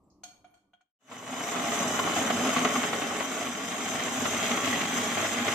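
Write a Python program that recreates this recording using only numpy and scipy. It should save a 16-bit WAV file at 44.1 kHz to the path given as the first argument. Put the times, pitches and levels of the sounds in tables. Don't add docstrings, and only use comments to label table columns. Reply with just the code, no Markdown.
import sys
import numpy as np
from scipy import signal
from scipy.fft import rfft, irfft, next_fast_len
from scipy.io import wavfile
from scipy.ndimage import uniform_filter1d, map_coordinates

SR = 44100
rng = np.random.default_rng(int(sys.argv[2]) if len(sys.argv) > 2 else 0)


def gain_from_db(level_db):
    decades = np.asarray(level_db, float) / 20
    return 10 ** decades


def inscribe(sig):
    pcm = np.round(np.clip(np.atleast_2d(sig).T, -1, 1) * 32767)
    wavfile.write(sys.argv[1], SR, pcm.astype(np.int16))


N = 244314


def unit(x):
    return x / np.sqrt(np.mean(x ** 2) + 1e-20)


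def along(points, hz):
    f, v = np.transpose(points)
    return np.interp(np.log(hz + 1), np.log(f + 1), v)


def curves(rows):
    s, *cols = np.transpose(rows)
    return [np.interp(np.arange(N) / SR, s, c) for c in cols]


def wobble(rate):
    knots = rng.standard_normal(int(N * rate / SR) + 4)
    return map_coordinates(knots, [np.arange(N) * rate / SR])


def highpass(x, order, hz):
    return signal.sosfiltfilt(signal.butter(order, hz, "high", fs=SR, output="sos"), x)


def lowpass(x, order, hz):
    return signal.sosfiltfilt(signal.butter(order, hz, fs=SR, output="sos"), x)


def body(x, shape, modes=()):
    size = 16384
    hz = np.fft.rfftfreq(size, 1 / SR)
    db = along(shape, hz)
    for centre, width, gain_db in modes:
        db = db + gain_db / (1 + (2 * (hz - centre) / width) ** 2)
    cepstrum = irfft(np.log(gain_from_db(db) + 1e-6), size)
    cepstrum[1:size // 2] *= 2
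    cepstrum[size // 2 + 1:] = 0
    answer = irfft(np.exp(rfft(cepstrum)), size)[None, :size // 2]
    return signal.fftconvolve(x, answer, axes=1)[:, :N]


def patchy(x, patchy_db):
    z = signal.stft(x, nperseg=512)[2]
    field = uniform_filter1d(rng.standard_normal(z.shape[1:]), 4, 0)
    field = uniform_filter1d(field, 6, 1)
    return signal.istft(z * gain_from_db(patchy_db * unit(field)), nperseg=512)[1][:, :N]


# f/Hz, likeness (0-1)
LIKENESS = [(30, .7), (80, .94), (200, .97), (400, .92), (700, .78), (1200, .56), (1600, .33), (2100, .42),
            (2900, .35), (3700, .06), (4650, .1), (5000, .52), (5650, .08), (6030, .46), (6400, .2),
            (6720, .4), (7400, .24), (8400, .08), (9300, .22), (10300, .05), (14800, .03)]
# f/Hz, level/dB
LEFT_LEAN = [(60, -0.5), (500, -0.1), (2600, 0.4), (6200, 3.5), (8300, -8), (10000, 4.5), (11500, 13),
             (13500, 28.5), (15000, 16)]
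# f/Hz, phase/radians
LEFT_LEAD = [(0, 0), (3010, -0.2), (3450, -3.2), (4220, -7.4), (4480, -6.5), (4740, -4.9), (5170, -6.4),
             (6030, -6.5), (6720, -8.4), (7410, -11.6), (7750, -8.8), (9390, -6.3), (9990, -0.2),
             (11700, -0.8), (14000, -13.2), (15000, -12.6)]


def microphones(pair):
    m = next_fast_len(N + SR // 4)
    hz = np.fft.rfftfreq(m, 1 / SR)
    turn = np.arccos(np.clip(along(LIKENESS, hz), -1, 1)) / 2
    shared, apart = rfft(pair, m) * [np.cos(turn), np.sin(turn)]
    lean = gain_from_db(along(LEFT_LEAN, hz) / 2) * np.exp(.5j * along(LEFT_LEAD, hz))
    return irfft(np.array([(shared + apart) * lean, (shared - apart) / lean]), m)[:, :N]


# f/Hz, time to fall by 60 dB (t60/s)
ROOM_DECAY = [(300, 0.4), (2000, 0.49), (7000, 0.37), (14000, 0.52)]


def kitchen(x):
    hz, t, z = signal.stft(rng.standard_normal((2, SR // 2)), SR, nperseg=256)
    decay = gain_from_db(-60 * t / along(ROOM_DECAY, hz)[:, None])
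    tail = signal.istft(z * decay, SR, nperseg=256)[1]
    return signal.fftconvolve(x, tail / np.linalg.norm(tail[0]), axes=1)[:, :x.shape[1]]


def through_room(x):
    hop = SR // 3
    out = np.zeros((2, N + 4 * hop))
    window = np.sin(np.pi * np.arange(2 * hop) / (2 * hop)) ** 2
    for i in range(2 * hop, N, hop):
        piece = x[:, i:i + 2 * hop]
        piece = np.pad(piece * window[:piece.shape[1]], ((0, 0), (0, 2 * hop)))
        out[:, i:i + piece.shape[1]] += kitchen(piece)
    return out[:, :N]


# t/s, level/dB
MURMUR_LEVEL = [(0.0, -65), (0.4, -65.5), (0.62, -75), (0.7, -75.5), (0.93, -99)]
# f/Hz, level/dB
MURMUR_SHAPE = [(30, -21), (74, -13), (167, -15), (200, -9), (250, -16), (297, -9.5), (428, -21),
                (1200, -23), (1450, -50), (2200, -49), (3000, -51), (9000, -49), (15000, -64)]


def murmur():
    hum = [(296.0, 14, 8.0), (199, 9, 3.7)]  # f/Hz, width/Hz, level/dB
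    noise = body(rng.standard_normal((2, N)), MURMUR_SHAPE, hum)
    return gain_from_db(curves(MURMUR_LEVEL)[0]) * unit(microphones(noise))


# t/s, starting level/dB, centre f/Hz, width/Hz, t60/s
RUSTLES = [(.035, -80, 7600, 900, 0.23), (0.101, -71, 5500, 2580, 0.3), (.47, -82, 9900, 1500, 0.43),
           (.505, -80, 13300, 2000, 0.23), (.725, -91, 13200, 2000, .15)]


def rustles():
    out = np.zeros((2, N))
    t = np.arange(SR // 2) / SR
    for s, db, hz, width, t60 in RUSTLES:
        shape = [(hz - width, -60), (hz - width / 2, 0), (hz + width / 2, 0), (hz + width, -40)]
        band = body(rng.standard_normal((2, len(t))), shape)[:, :len(t)]
        out[:, round(s * SR):][:, :len(t)] += unit(band) * gain_from_db(db - 60 * t / t60)
    return out


# low ring, second ring, third ring,
# upper ring, brightness, room; last, contact/ms
KNOCK_LIST = [(.235, -36.5, 1, -2, -3, 2, 5.5, -1, 0.063), (.444, -48, -1, 2, -6, -6, -11, -1, 0.16),
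              (.54, -58, 3, 4, -3, -2, 3, 1, 0.076), (.572, -66, -6, 12, -4, -6, 4, -4, 0.14),
              (0.734, -53.5, -1, 4, -2, 6, -12, -7.5, 0.12), (.809, -62.5, -9, 6, -2, -4, -7, -12, 0.12)]
# f/Hz, width/Hz, level/dB
PART_MODES = [(719, 69, 23), (1452, 130, 13.5), (1626, 60, 0), (2354, 150, 20.5), (2848, 90, 7),
              (3130, 190, 12.5), (3270, 87, 13), (3590, 110, 2), (4330, 200, 15.5), (4740, 340, -14),
              (5480, 270, 2), (6510, 330, 17), (7200, 230, 11), (8100, 330, 9)]
SHIFT, SCATTER_DB = .004, 2


def knocks():
    out = np.zeros((2, N + SR))
    t = np.arange(SR // 2) / SR
    rattle_swell = gain_from_db(-60 * t / 0.068) * (1 - np.exp(-t / 0.0015))
    thin = signal.butter(1, 900, "high", fs=SR, output="sos")
    for s, db, low_db, second_db, third_db, upper_db, bright_db, room_db, contact_ms in KNOCK_LIST:
        rattle = signal.sosfilt(thin, 0.55 * rng.standard_normal((2, len(t))) * rattle_swell)
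        u = 1000 * t / contact_ms
        blow = 0.78 * u * np.exp(1 - u)
        tilt = [(300, -44), (600, 6 + low_db), (1460, second_db), (2350, third_db), (3300, upper_db),
                (5000, bright_db), (8500, bright_db - 7.5), (15000, 1.5 * bright_db - 20)]
        changes = rng.standard_normal((len(PART_MODES), 2))
        modes = [(hz * (1 + SHIFT * a), width, gain_db + SCATTER_DB * b)
                 for (hz, width, gain_db), (a, b) in zip(PART_MODES, changes)]
        hit = body(blow + rattle, tilt, modes)[:, :len(t)]
        hit = hit / np.sqrt(np.sum(hit ** 2))
        with_room = hit + gain_from_db(room_db) * kitchen(hit)
        out[:, round(s * SR):][:, :len(t)] += gain_from_db(db + 25.5) * with_room
    return out[:, :N]


# t/s, f/Hz
WHINE_PITCH = [(1.05, 2950), (1.27, 2945), (1.35, 2990), (1.52, 3020), (1.58, 2990), (1.7, 3015),
               (1.9, 2945), (2.05, 3055), (2.15, 3008), (2.28, 3015), (2.45, 3080), (2.9, 3115),
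               (3.17, 3102), (3.45, 3143), (3.57, 3105), (3.85, 3188), (3.98, 3138), (4.1, 3148),
               (4.6, 3295), (4.75, 3295), (4.9, 3263), (5.08, 3265), (5.17, 3222), (5.33, 3250),
               (5.54, 3260)]
LOADED_HZ = 3000
BARS = 24


def faster_pct():
    return 100 * (curves(WHINE_PITCH)[0] / LOADED_HZ - 1)


def throb():
    return np.sin(2 * np.pi * np.cumsum(curves(WHINE_PITCH)[0] / BARS) / SR)


SING_ORDER, SING_DB, SING_DB_PER_PCT = 6, -21, 1.06


def sing(level_db):
    hz = curves(WHINE_PITCH)[0] * SING_ORDER / BARS + 9 * wobble(40)
    phase = 2 * np.pi * np.cumsum(hz) / SR + [[0], [.4]]
    steady_db = uniform_filter1d(level_db, SR // 8)
    tone_db = steady_db + SING_DB + SING_DB_PER_PCT * faster_pct() + 4.9 * wobble(7)
    return gain_from_db(tone_db) * np.sin(phase)


# t/s, level/dB
WHINE_OVER_BOWL = [(1.1, -6), (1.265, -13), (1.285, -3), (1.34, -9), (1.43, -4), (1.46, -14), (1.5, -13),
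                   (1.7, -14.5), (2.05, -8), (2.35, -9), (2.6, -10.5), (2.75, -11), (3.15, -8), (3.3, -12),
                   (3.75, -11.5), (4.03, -7.5), (4.2, -16), (4.45, -5), (4.85, -9), (5.05, -7), (5.3, -10),
                   (5.38, -14), (5.54, -18)]


def whine(level_db):
    hz = curves(WHINE_PITCH)[0] + 6 * wobble(30)
    phase = 2 * np.pi * np.cumsum(hz) / SR + [[0], [.8]]
    steady_db = uniform_filter1d(level_db, SR // 8)
    return gain_from_db(steady_db + curves(WHINE_OVER_BOWL)[0] + 1.6 * wobble(20)) * np.sin(phase)


# f/Hz, level/dB
HOUSING_SHAPE = [(1200, -32), (2500, -29.5), (3500, -4), (4500, -15.5), (6000, -2.5), (7500, -3.5),
                 (8600, -18), (10000, -16.5), (11000, -25), (13300, -27.5), (14500, -32), (15500, -36)]
# f/Hz, width/Hz, level/dB
HOUSING_RINGS = [(2960, 74, 13), (4510, 360, -33), (4980, 260, 7.5), (5597, 190, -18.5), (5780, 420, 2),
                 (7250, 200, -5), (7230, 270, 3.5), (8800, 350, -0.5), (10300, 190, -7.5), (12450, 250, -6)]
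HISS_DB, HISS_DB_PER_PCT = -2.5, 0.22
HISS_LURCH_DB, HISS_THROB_DB = 0.9, 0.93


def hiss(level_db):
    flutter_db = HISS_LURCH_DB * wobble(12) + 1.2 * wobble(120) + HISS_THROB_DB * throb()
    air = patchy(rng.standard_normal((2, N)), patchy_db=2.0)
    housed = body(gain_from_db(flutter_db) * air, HOUSING_SHAPE, HOUSING_RINGS)
    return gain_from_db(level_db + HISS_DB + HISS_DB_PER_PCT * faster_pct()) * unit(housed)


# t/s of the peak, rms level/dB, f/Hz, length/s
BOOM_LIST = [(1.055, -64, 250, .02), (1.113, -58, 245, 0.03), (1.163, -50, 245.4, 0.032),
             (1.326, -39, 250.5, 0.022), (1.563, -42.5, 229, 0.029), (1.694, -39, 247.6, 0.037),
             (1.868, -33, 244.5, 0.031), (2.023, -40, 238.8, 0.028), (2.237, -43, 239.6, 0.021),
             (2.348, -31.5, 240, 0.018), (2.434, -32, 257, 0.038), (2.5, -41, 258, 0.05),
             (2.647, -35, 240.4, 0.056), (2.788, -28, 240.7, 0.021), (2.946, -44, 240, 0.05),
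             (3.293, -38, 259.4, 0.035), (3.836, -38, 242.5, 0.028), (4.178, -35, 255, 0.035),
             (4.23, -34, 248, 0.038), (4.676, -43, 250, 0.061), (4.837, -32.5, 253.4, 0.037),
             (5.008, -36, 245, 0.04), (5.404, -33, 235.7, 0.058)]


def booms():
    t = np.arange(N) / SR
    out = np.zeros(N)
    for (s, db, hz, length), phase in zip(BOOM_LIST, 2 * np.pi * rng.random(len(BOOM_LIST))):
        i = slice(round((s - 2 * length) * SR), round((s + 2 * length) * SR))
        swell = np.exp(-2 * ((t[i] - s) / length) ** 2)
        out[i] += np.sqrt(2) * gain_from_db(db) * swell * np.sin(2 * np.pi * hz * t[i] + phase)
    return out


# t/s, level/dB, strongest ring f/Hz
CHUNK_LIST = [(1.094, -47, 748), (1.114, -31, 1150), (1.295, -31, 800), (1.325, -29, 735),
              (1.404, -23.5, 744), (1.474, -27, 1100), (1.516, -25, 680), (1.561, -21, 1180),
              (1.717, -20, 720), (1.798, -20, 560), (1.93, -25, 630), (1.989, -13.5, 1060),
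              (2.093, -23, 791), (2.161, -16.5, 697), (2.211, -20.5, 590), (2.269, -18, 730),
              (2.3, -13.5, 714), (2.404, -22, 716), (2.447, -18.5, 634), (2.487, -18, 626),
              (2.562, -15, 1140), (2.647, -12.5, 1180), (2.755, -16, 1190), (2.831, -16.5, 1090),
              (2.929, -15, 690), (3.017, -19, 730), (3.107, -23, 780), (3.203, -18, 1080),
              (3.261, -37, 643), (3.409, -24, 708), (3.584, -32, 745), (3.636, -40, 770), (3.916, -24, 794),
              (4.206, -27, 795), (4.253, -16, 676), (4.327, -23, 716), (4.572, -17.5, 1150),
              (4.726, -18, 1960), (4.973, -21.5, 1120), (5.17, -17, 790), (5.222, -21, 633),
              (5.25, -20.5, 1490), (5.369, -24, 726), (5.479, -13.5, 2100)]
# f/Hz, level/dB
BOWL_SHAPE = [(30, -37), (85, -29), (100, -13), (150, -19.5), (240, -5.5), (500, -14), (620, -4.5),
              (800, -2.5), (1120, -5.5), (1710, -13.5), (3120, -15), (4690, -27), (5000, -30),
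              (6500, -58.5)]
# f/Hz, width/Hz, level/dB
BOWL_RINGS = [(97.3, 6, 3.5), (162, 37, 5.5), (248, 46, 4), (422, 15.4, 7), (476.6, 34, 6), (525, 19, -4),
              (676, 410, 1.5), (809, 15, 5.5), (900, 370, -10.5), (1114, 48, 5.5), (1360, 49, 2),
              (1933, 190, 3), (2140, 270, 3)]
CHUNK_RISE_S, CHUNK_T60_S, CHUNK_CREST_DB = 0.0017, 0.081, 8.5
CHUNK_RING_DB, CHUNK_RING_Q = 10.5, 7.1


def chunks():
    t = np.arange(SR // 10) / SR
    out = np.zeros((2, N + SR))
    swell = gain_from_db(-60 * t / CHUNK_T60_S) * (1 - np.exp(-t / CHUNK_RISE_S))
    swell = swell / swell.max()
    for s, db, hz in CHUNK_LIST:
        modes = BOWL_RINGS + [(hz, hz / CHUNK_RING_Q, CHUNK_RING_DB)]
        roughness = gain_from_db(0.27 * rng.standard_normal(len(t)))
        contacts = rng.standard_normal((2, len(t))) * roughness * swell
        gain = np.linalg.norm(body(signal.unit_impulse((1, SR // 4)), BOWL_SHAPE, modes))
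        padded = np.pad(contacts, ((0, 0), (0, len(t))))
        rung = body(padded, BOWL_SHAPE, modes)[:, :2 * len(t)]
        out[:, round(s * SR):][:, :2 * len(t)] += gain_from_db(db - CHUNK_CREST_DB) * rung / gain
    return out[:, :N]


LUMPS_PER_S, LUMP_T60_S, LUMP_GAIN = 50, .03, .45


def lumps():
    t = np.arange(SR // 10) / SR
    sizes = rng.exponential(LUMP_GAIN, N).clip(0, 2.5 * LUMP_GAIN)
    hits = (rng.random(N) < LUMPS_PER_S / SR) * sizes
    swell = gain_from_db(-60 * t / LUMP_T60_S) * (1 - np.exp(-t / .001))
    return 1 + signal.fftconvolve(hits, swell)[:N]


# t/s, level/dB
RUMBLE_OVER_BOWL = [(1.0, -14), (1.3, -9.5), (1.5, -14), (1.75, -12), (2.0, -11.5), (2.3, -12.5),
                    (2.6, -13.5), (2.95, -13), (3.3, -15), (3.6, -12.5), (4.0, -12), (4.25, -8), (4.6, -13),
                    (5.0, -11), (5.54, -12)]
# t/s, level/dB
DRONE_OVER_BOWL = [(1, -10), (1.2, -4.5), (1.5, -5), (1.9, -5.5), (2.6, -3.5), (3.0, -2.5), (3.4, -2),
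                   (3.8, -5), (4.2, -3.5), (4.5, -4), (4.8, -2), (5.54, -6)]
BLADE_DB, BLADE_DB_PER_PCT, BITE_DB = -4, 0.4428, 1.77
BOWL_LURCH_DB, BASE_LURCH_DB, BLADE_LURCH_DB, BOWL_THROB_DB = 0.5, 0.4, 0.92, -0.4


def chopping(level_db):
    clumps = gain_from_db(0.87 * wobble(30)) * lumps()
    sizes = gain_from_db(3.5 * rng.exponential(1, N).clip(0, 2))
    slaps = (rng.random(N) < .04) * sizes * rng.standard_normal((2, N))
    churn = patchy(rng.standard_normal((2, N)), patchy_db=1.0)
    rung = body(clumps * (churn + 0.61 * unit(slaps)), BOWL_SHAPE, BOWL_RINGS)
    deep = lowpass(rung, 3, 190)
    base = lowpass(rung, 3, 430) - deep
    blade = highpass(rung, 3, 1650)
    bowl = rung - deep - base - blade
    deep_db = curves(RUMBLE_OVER_BOWL)[0] + BASE_LURCH_DB * wobble(12)
    base_db = curves(DRONE_OVER_BOWL)[0] + BASE_LURCH_DB * wobble(21)
    bowl_db = BOWL_LURCH_DB * wobble(14) + BOWL_THROB_DB * throb()
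    blade_db = BLADE_DB + BLADE_DB_PER_PCT * faster_pct()
    blade_db = blade_db + BLADE_LURCH_DB * wobble(14) + BITE_DB * wobble(190)
    layers = [(deep_db, deep), (base_db, base), (bowl_db, bowl), (blade_db, blade)]
    return gain_from_db(level_db) * sum(gain_from_db(db) * unit(x) for db, x in layers)


# t/s, level/dB
BOWL_LEVEL = [(0.99, -102), (1.01, -77), (1.09, -59.5), (1.125, -48.5), (1.17, -48.5), (1.3, -44),
              (1.42, -39), (1.8, -33.5), (2.35, -34), (2.5, -32.5), (2.8, -33.5), (2.9, -36.5),
              (2.95, -36.5), (3.26, -37.5), (3.55, -39.5), (4.15, -36), (4.3, -35.5), (4.9, -35),
              (5.07, -35), (5.2, -33.5), (5.35, -35.5), (5.54, -34)]


def scene():
    t = np.arange(N) / SR
    level_db, = curves(BOWL_LEVEL)
    direct = chopping(level_db) + chunks() + hiss(level_db)
    machine = microphones(gain_from_db(-0.5) * direct + gain_from_db(-8.5) * through_room(direct))
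    machine = machine + booms() + whine(level_db) + sing(level_db)
    fade_out = np.clip((.94 - t) / 0.079, 0, 1)
    quiet = (knocks() + rustles() + murmur()) * fade_out
    return quiet + machine * (t > BOWL_LEVEL[0][0])


def roll_off(x):
    return signal.sosfilt(signal.butter(12, 15440, fs=SR, output="sos"), x)


def record(dry):
    m = next_fast_len(N + SR // 4)
    keep = np.fft.rfftfreq(m, 1 / SR) < 15500
    mix = irfft(rfft(dry, m) * keep, m)[:, :N]
    return roll_off(mix)


dry = scene()
out = record(dry)
inscribe(out)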